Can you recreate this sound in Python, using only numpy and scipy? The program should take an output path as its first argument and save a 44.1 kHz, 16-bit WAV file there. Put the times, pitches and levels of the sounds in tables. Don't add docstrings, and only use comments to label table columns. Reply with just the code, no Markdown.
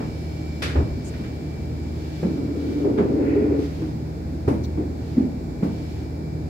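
import sys
import numpy as np
from scipy import signal
from scipy.fft import rfft, irfft, next_fast_len
from scipy.io import wavfile
from scipy.ndimage import uniform_filter1d, map_coordinates

SR = 44100
rng = np.random.default_rng(int(sys.argv[2]) if len(sys.argv) > 2 else 0)


def generate_wav(sig):
    pcm = np.round(np.clip(np.atleast_2d(sig).T, -1, 1) * 32767).astype(np.int16)
    wavfile.write(sys.argv[1], SR, pcm)


N = 286193

# frequency in Hz, left-right correlation.
COHERENCE = [(60, 1), (130, 0.94), (290, .82), (450, 0.73), (700, -0.41), (1300, -0.39), (2300, 0.35),
             (3100, -0.14), (6000, 0.04)]
# frequency in Hz, relative density in dB.
SOFT_HISS = [(800, -9), (1600, 3), (3000, 2), (4800, 1.5), (6300, -5), (9000, -14.5), (12000, -14),
             (15700, -17.5)]


def amp(db):
    return 10 ** (np.asarray(db) / 20)


def unit(x):
    return x / np.sqrt(np.mean(x ** 2) + 1e-20)


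def along(points, hz):
    f, v = np.transpose(points)
    return np.interp(np.log(hz + 1), np.log(f + 1), v)


def contour(points):
    return np.interp(np.arange(N) / SR, *np.transpose(points))


def wobble(rate):
    return map_coordinates(rng.standard_normal(int(N * rate / SR) + 4), [np.arange(N) * rate / SR])


def filtered(x, response):
    n = x.shape[-1]
    padded = next_fast_len(n + 8192)
    return irfft(rfft(x, padded) * response(np.fft.rfftfreq(padded, 1 / SR)), padded)[..., :n]


def colour(points):
    return lambda f: amp(along(points, f))


def body(modes):
    return lambda f: sum(amp(db) / (1 + ((f * f - hz * hz) / (2 * width * (f + 1))) ** 2)
                         for hz, width, db in modes)


def half_phase(hz):
    return np.arccos(np.clip(along(COHERENCE, hz), -1, 1)) / 2


def diffuse(response, size=N):
    split = lambda f: np.array([np.cos(half_phase(f)), np.sin(half_phase(f))])
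    mid, side = filtered(rng.standard_normal((2, size)), lambda f: response(f) * split(f))
    return unit(np.array([mid + side, mid - side]))


def burst(response, rise_s, early=0.28, early_s=0.0072):
    # frequency in Hz, reverberation time in seconds.
    room_t60 = [(80, 1), (300, 0.59), (1500, 0.38), (5000, 0.44), (14000, 0.34)]
    hz, frame_s, spectra = signal.stft(diffuse(response, size=SR // 2), SR, nperseg=512)
    decay = amp(-60 * frame_s / along(room_t60, hz)[:, None])
    tail = signal.istft(spectra * decay, SR, nperseg=512)[1][:, :SR // 2]
    t = np.arange(SR // 2) / SR
    tail = tail * (1 - np.exp(-t / rise_s)) * (1 + early * np.exp(-t / early_s))
    return tail / np.sqrt(np.mean(tail[:, :SR // 20] ** 2))


def sustained(x, hold_s=0.051):
    power = uniform_filter1d(np.mean(x ** 2, axis=0), int(hold_s * SR))
    return x / np.sqrt(np.abs(power) + 1e-9)


def add(out, start_s, sound):
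    part = out[:, round(start_s * SR):][:, :sound.shape[-1]]
    part += sound[..., :part.shape[1]]


def tones(partials, drift_rad, waver_db, rate):
    t, out = np.arange(N) / SR, np.zeros((2, N))
    for hz, db in partials:
        apart = half_phase(hz) * np.array([[1], [-1]]) * rng.choice([-1, 1])
        peak = np.sqrt(2) * amp(db + waver_db * wobble(rate))
        phase = 2 * np.pi * (hz * t + rng.random()) + drift_rad * wobble(rate)
        out += peak * np.sin(phase + apart)
    return out


def fan_whine(gain_db=1):
    # frequency in Hz, level in dB before gain and swell.
    partials = [(2211, -74.5), (2269, -66), (2327, -60), (3569, -83), (4189, -71.5), (4364, -72),
                (4712, -75), (4770, -77), (5003, -70.5), (5061, -72), (5294, -70.5), (5701, -75),
                (7330, -85), (7446, -73.5), (10645, -77), (13610, -89)]
    # time in seconds, level in dB.
    swell = [(0.0, -56.5), (0.59, -56), (1.97, -62), (2.2, -58), (4.25, -68), (5.82, -61), (6.49, -66.5)]
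    swell_db = contour(swell)
    whine = tones(partials, drift_rad=0.35, waver_db=1.5, rate=7)
    return amp(gain_db + swell_db - swell_db.mean()) * whine


def machine_hum():
    # frequency in Hz, rms level in dB.
    partials = [(58.2, -41.5), (77.9, -32.5), (120, -40.5), (155.7, -36), (250.5, -46), (311.4, -42.5),
                (590, -55), (660, -54.5)]
    return tones(partials, drift_rad=0.26, waver_db=2.0, rate=4)


def shaft_buzz(level_db=-59, shaft_hz=58.17, drift_turns=0.002):
    # frequency in Hz, relative level in dB.
    spectrum = [(700, -15.5), (1500, -26), (2300, -10), (3000, -5.5), (4500, 4), (5600, 0.5), (6300, -6.5),
                (7400, -6), (8600, -15), (9800, -19.5), (10600, -8), (12000, -21.5), (15500, -22)]
    cycles = rng.standard_normal((2, round(SR / shaft_hz)))
    turns = shaft_hz * np.arange(N) / SR + drift_turns * wobble(4)
    rub = np.array([map_coordinates(c, [turns % 1 * len(c)], mode="grid-wrap") for c in cycles])
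    return amp(level_db) * unit(filtered(rub, colour(spectrum)))


def ventilation(rumble_db=-31.0, hiss_db=-53, draught_db=-51, fade_db_per_s=2.0):
    # frequency in Hz, relative density in dB.
    rumble = [(20, -34), (42, -8), (56, -8), (75, -1.5), (110, 2), (190, -3), (300, -2), (420, -8.5),
              (560, -16), (800, -16), (1200, -32.5), (2200, -43), (3200, -86), (8000, -63)]
    hiss = [(700, -2), (1400, 10), (2400, 6.5), (3100, -8.5), (3700, 0), (4400, 1), (5500, -3.5),
            (6300, -4.5), (7400, -1.5), (8600, -10), (9800, -13.5), (10600, -9), (11500, -9.5),
            (15700, -10)]
    draught = amp(draught_db - fade_db_per_s * np.arange(N) / SR) * diffuse(colour(SOFT_HISS))
    return amp(rumble_db) * diffuse(colour(rumble)) + amp(hiss_db) * diffuse(colour(hiss)) + draught


def knocks(ring_s=0.0067, wall_s=0.022, wall_db=-7, room_db=-8, boom_half_width_hz=40):
    # start in seconds, thud level in dB, its pitch in Hz, its rise in seconds,
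    # rap level in dB, edge level in dB.
    blows = [(.001, -43, 194, 0.0078, -28.5, -39), (.754, -14.5, 72.5, 0.035, -22.5, -33),
             (1.19, -35.5, 215, 0.013, -38.5, -56), (2.229, -22.5, 177, 0.014, -22, -45.5),
             (2.376, -32, 289, 0.0096, -34, -54), (2.845, -22.5, 399.7, 0.0096, -25, -46.5),
             (2.98, -19.5, 396.8, 0.024, -17.5, -36), (3.355, -20, 421, 0.0086, -29.5, -54),
             (3.817, -26.5, 313, 0.011, -35, -45), (4.476, -22.5, 115, 0.0022, -17.5, -34),
             (4.774, -23.5, 305, 0.014, -27, -71), (5.166, -23, 260, 0.0032, -30.5, -55),
             (5.178, -16.5, 248.5, 0.0022, -32, -54), (5.625, -22.5, 181, 0.0023, -22, -42)]
    # frequency in Hz, half-width in Hz, relative level in dB.
    wood_modes = [(122, 17, -5.5), (219, 31, 3.5), (286, 87, 7.5), (393, 117, -5.5), (653, 122, -7.5),
                  (850, 65, -28)]
    # frequency in Hz, relative density in dB.
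    edge_spectrum = [(300, -2.5), (800, 8), (1400, 1.5), (2400, -7), (3300, -19), (6000, -33.5),
                     (15000, -42)]
    out, t = np.zeros((2, N)), np.arange(SR // 2) / SR
    for start_s, thud_db, hz, rise_s, rap_db, edge_db in blows:
        envelope = (1 - np.exp(-t / rise_s)) ** 2 * np.exp(-t / (ring_s + rise_s / 2))
        swing = envelope * np.sin(2 * np.pi * hz * t)
        thud = swing / np.sqrt(np.mean(swing[:SR // 20] ** 2))
        rap = burst(body(wood_modes), rise_s=0.0014)
        edge = burst(colour(edge_spectrum), rise_s=0.0023)
        add(out, start_s, amp(thud_db) * thud + amp(rap_db) * rap + amp(edge_db) * edge)
        boom = burst(body([(hz, boom_half_width_hz, 0)]), rise_s=0.0079)
        add(out, start_s + wall_s, amp(thud_db) * (amp(wall_db) * thud + amp(room_db) * boom))
    return out


def clacks(ring_db=-0.5, ring_rise_s=0.0034):
    # start in seconds, level in dB, tilt above 1500 Hz in dB per octave.
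    contacts = [(.62, -26, 0.5), (0.653, -33, -23), (.696, -36, -9), (1.061, -57, 2), (1.135, -44, -4),
                (1.235, -45, -4), (2.215, -62, 9.5), (2.974, -37.5, -9.5), (3.587, -50, 1),
                (4.477, -48.5, 8), (5.631, -52, 6)]
    # frequency in Hz, relative density in dB.
    crack_spectrum = [(300, 7), (900, -2.5), (1400, 3), (2300, 3.5), (3200, -2), (4500, -3.5), (7000, -15),
                      (9500, -20), (11000, -18), (15500, -34)]
    # frequency in Hz, relative level in dB, time to fall 60 dB in seconds.
    metal_modes = [(1442, -12, .6), (1640, -13, .3), (1938, -17, .5), (2360, -11, .4), (3568, -12, .35),
                   (4760, -18, .25)]
    out, t = np.zeros((2, N)), np.arange(SR // 2) / SR
    octaves = lambda f: np.log2(np.maximum(f, 1500) / 1500)
    for start_s, db, tilt in contacts:
        crack = burst(lambda f: amp(along(crack_spectrum, f) + tilt * octaves(f)), rise_s=0.008, early=2)
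        ring = 0
        for hz, mode_db, t60 in metal_modes:
            decay = amp(mode_db + min(tilt, 0) * octaves(hz) - 60 * t / t60)
            ring += decay * np.sin(2 * np.pi * (hz * t + rng.random((2, 1))))
        add(out, start_s, amp(db) * (crack + amp(ring_db) * ring * (1 - np.exp(-t / ring_rise_s))))
    return out


def rub_envelope(peak_s, db, half_s):
    return amp(db) / (1 + ((np.arange(N) / SR - peak_s) / half_s) ** 4)


def squeaks(relative_half_width=0.15):
    # peak time in seconds, level in dB, centre frequency in Hz, half-length in seconds.
    rubs = [(1.062, -46, 7100, 0.015), (1.085, -44.5, 7300, .012), (4.65, -45, 4100, .009),
            (4.646, -49, 5800, 0.011), (4.652, -56, 14800, .012)]
    return sum(rub_envelope(peak_s, db, half_s) * diffuse(body([(hz, relative_half_width * hz, 0)]))
               for peak_s, db, hz, half_s in rubs)


def rustles(uneven_db=0.6, uneven_hz=25):
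    # peak time in seconds, level in dB, half-length in seconds.
    rubs = [(1.17, -53.5, .12), (2.185, -51, 0.26), (2.716, -50.5, 0.15), (3.63, -53.5, .05),
            (3.775, -51, 0.15), (5.124, -53, 0.11), (5.856, -51.5, 0.19)]
    envelope = sum(rub_envelope(*rub) for rub in rubs)
    return envelope * amp(uneven_db * wobble(uneven_hz)) * diffuse(colour(SOFT_HISS))


def rolling_chair(floor_db=-20, frame_db=-23.5, scrape_db=-52, frame_exponent=1.55, scrape_exponent=0.36,
                  judder_db=0.7, judder_hz=30, left_db=0.1):
    # time in seconds, relative speed in dB.
    speed = [(2.17, -34), (2.28, -9), (2.75, -6.5), (2.82, -2), (3.09, -4.5), (3.26, .5), (3.61, -1),
             (3.68, -10), (3.9, -42)]
    # frequency in Hz, half-width in Hz, relative level in dB.
    floor_modes = [(226.6, 4.9, -5), (288, 9, 9.5), (296, 45, 2)]
    frame_modes = [(315, 41, -1), (403, 24, -0.5), (431, 12, -0.5), (500, 26, -8), (569, 8.1, -7.5),
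                   (734, 190, -22.5)]
    # frequency in Hz, relative density in dB.
    wheel_spectrum = [(400, 3), (700, -4), (1100, 7), (1450, 12), (1700, -4), (2350, -2), (3100, -12.5),
                      (6000, -22), (12000, -38)]
    drive_db = contour(speed) + judder_db * wobble(judder_hz)
    drone = amp(floor_db + drive_db) * sustained(diffuse(body(floor_modes)))
    rattle = amp(frame_db + frame_exponent * drive_db) * sustained(diffuse(body(frame_modes)))
    scrape = amp(scrape_db + scrape_exponent * drive_db) * diffuse(colour(wheel_spectrum))
    return amp(left_db * np.array([[1], [-1]])) * (drone + rattle + scrape)


def wheel_skid(peak_s=3.3, peak_db=-40.5, attack_s=0.084, release_s=0.19):
    # frequency in Hz, half-width in Hz, relative level in dB.
    wheel_modes = [(1420, 66, 3.5), (1880, 220, 1), (2280, 240, -2), (2600, 150, -14)]
    t = np.arange(N) / SR - peak_s
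    drag = np.exp(np.minimum(t / attack_s, -t / release_s))
    return amp(peak_db) * drag * diffuse(body(wheel_modes))


def scene():
    background = fan_whine() + machine_hum() + shaft_buzz() + ventilation()
    return background + rustles() + knocks() + clacks() + squeaks() + rolling_chair() + wheel_skid()


def record(dry, top_hz=15750):
    balance_db = lambda f: along([(7000, -0.099), (12000, -1.3)], f) * np.array([[1], [-1]])
    low_cut = colour([(25, -11), (38, -9), (50, -4.5), (60, -1)])
    return filtered(dry, lambda f: amp(balance_db(f)) * low_cut(f) * (f < top_hz))


dry = scene()
out = record(dry)
generate_wav(out)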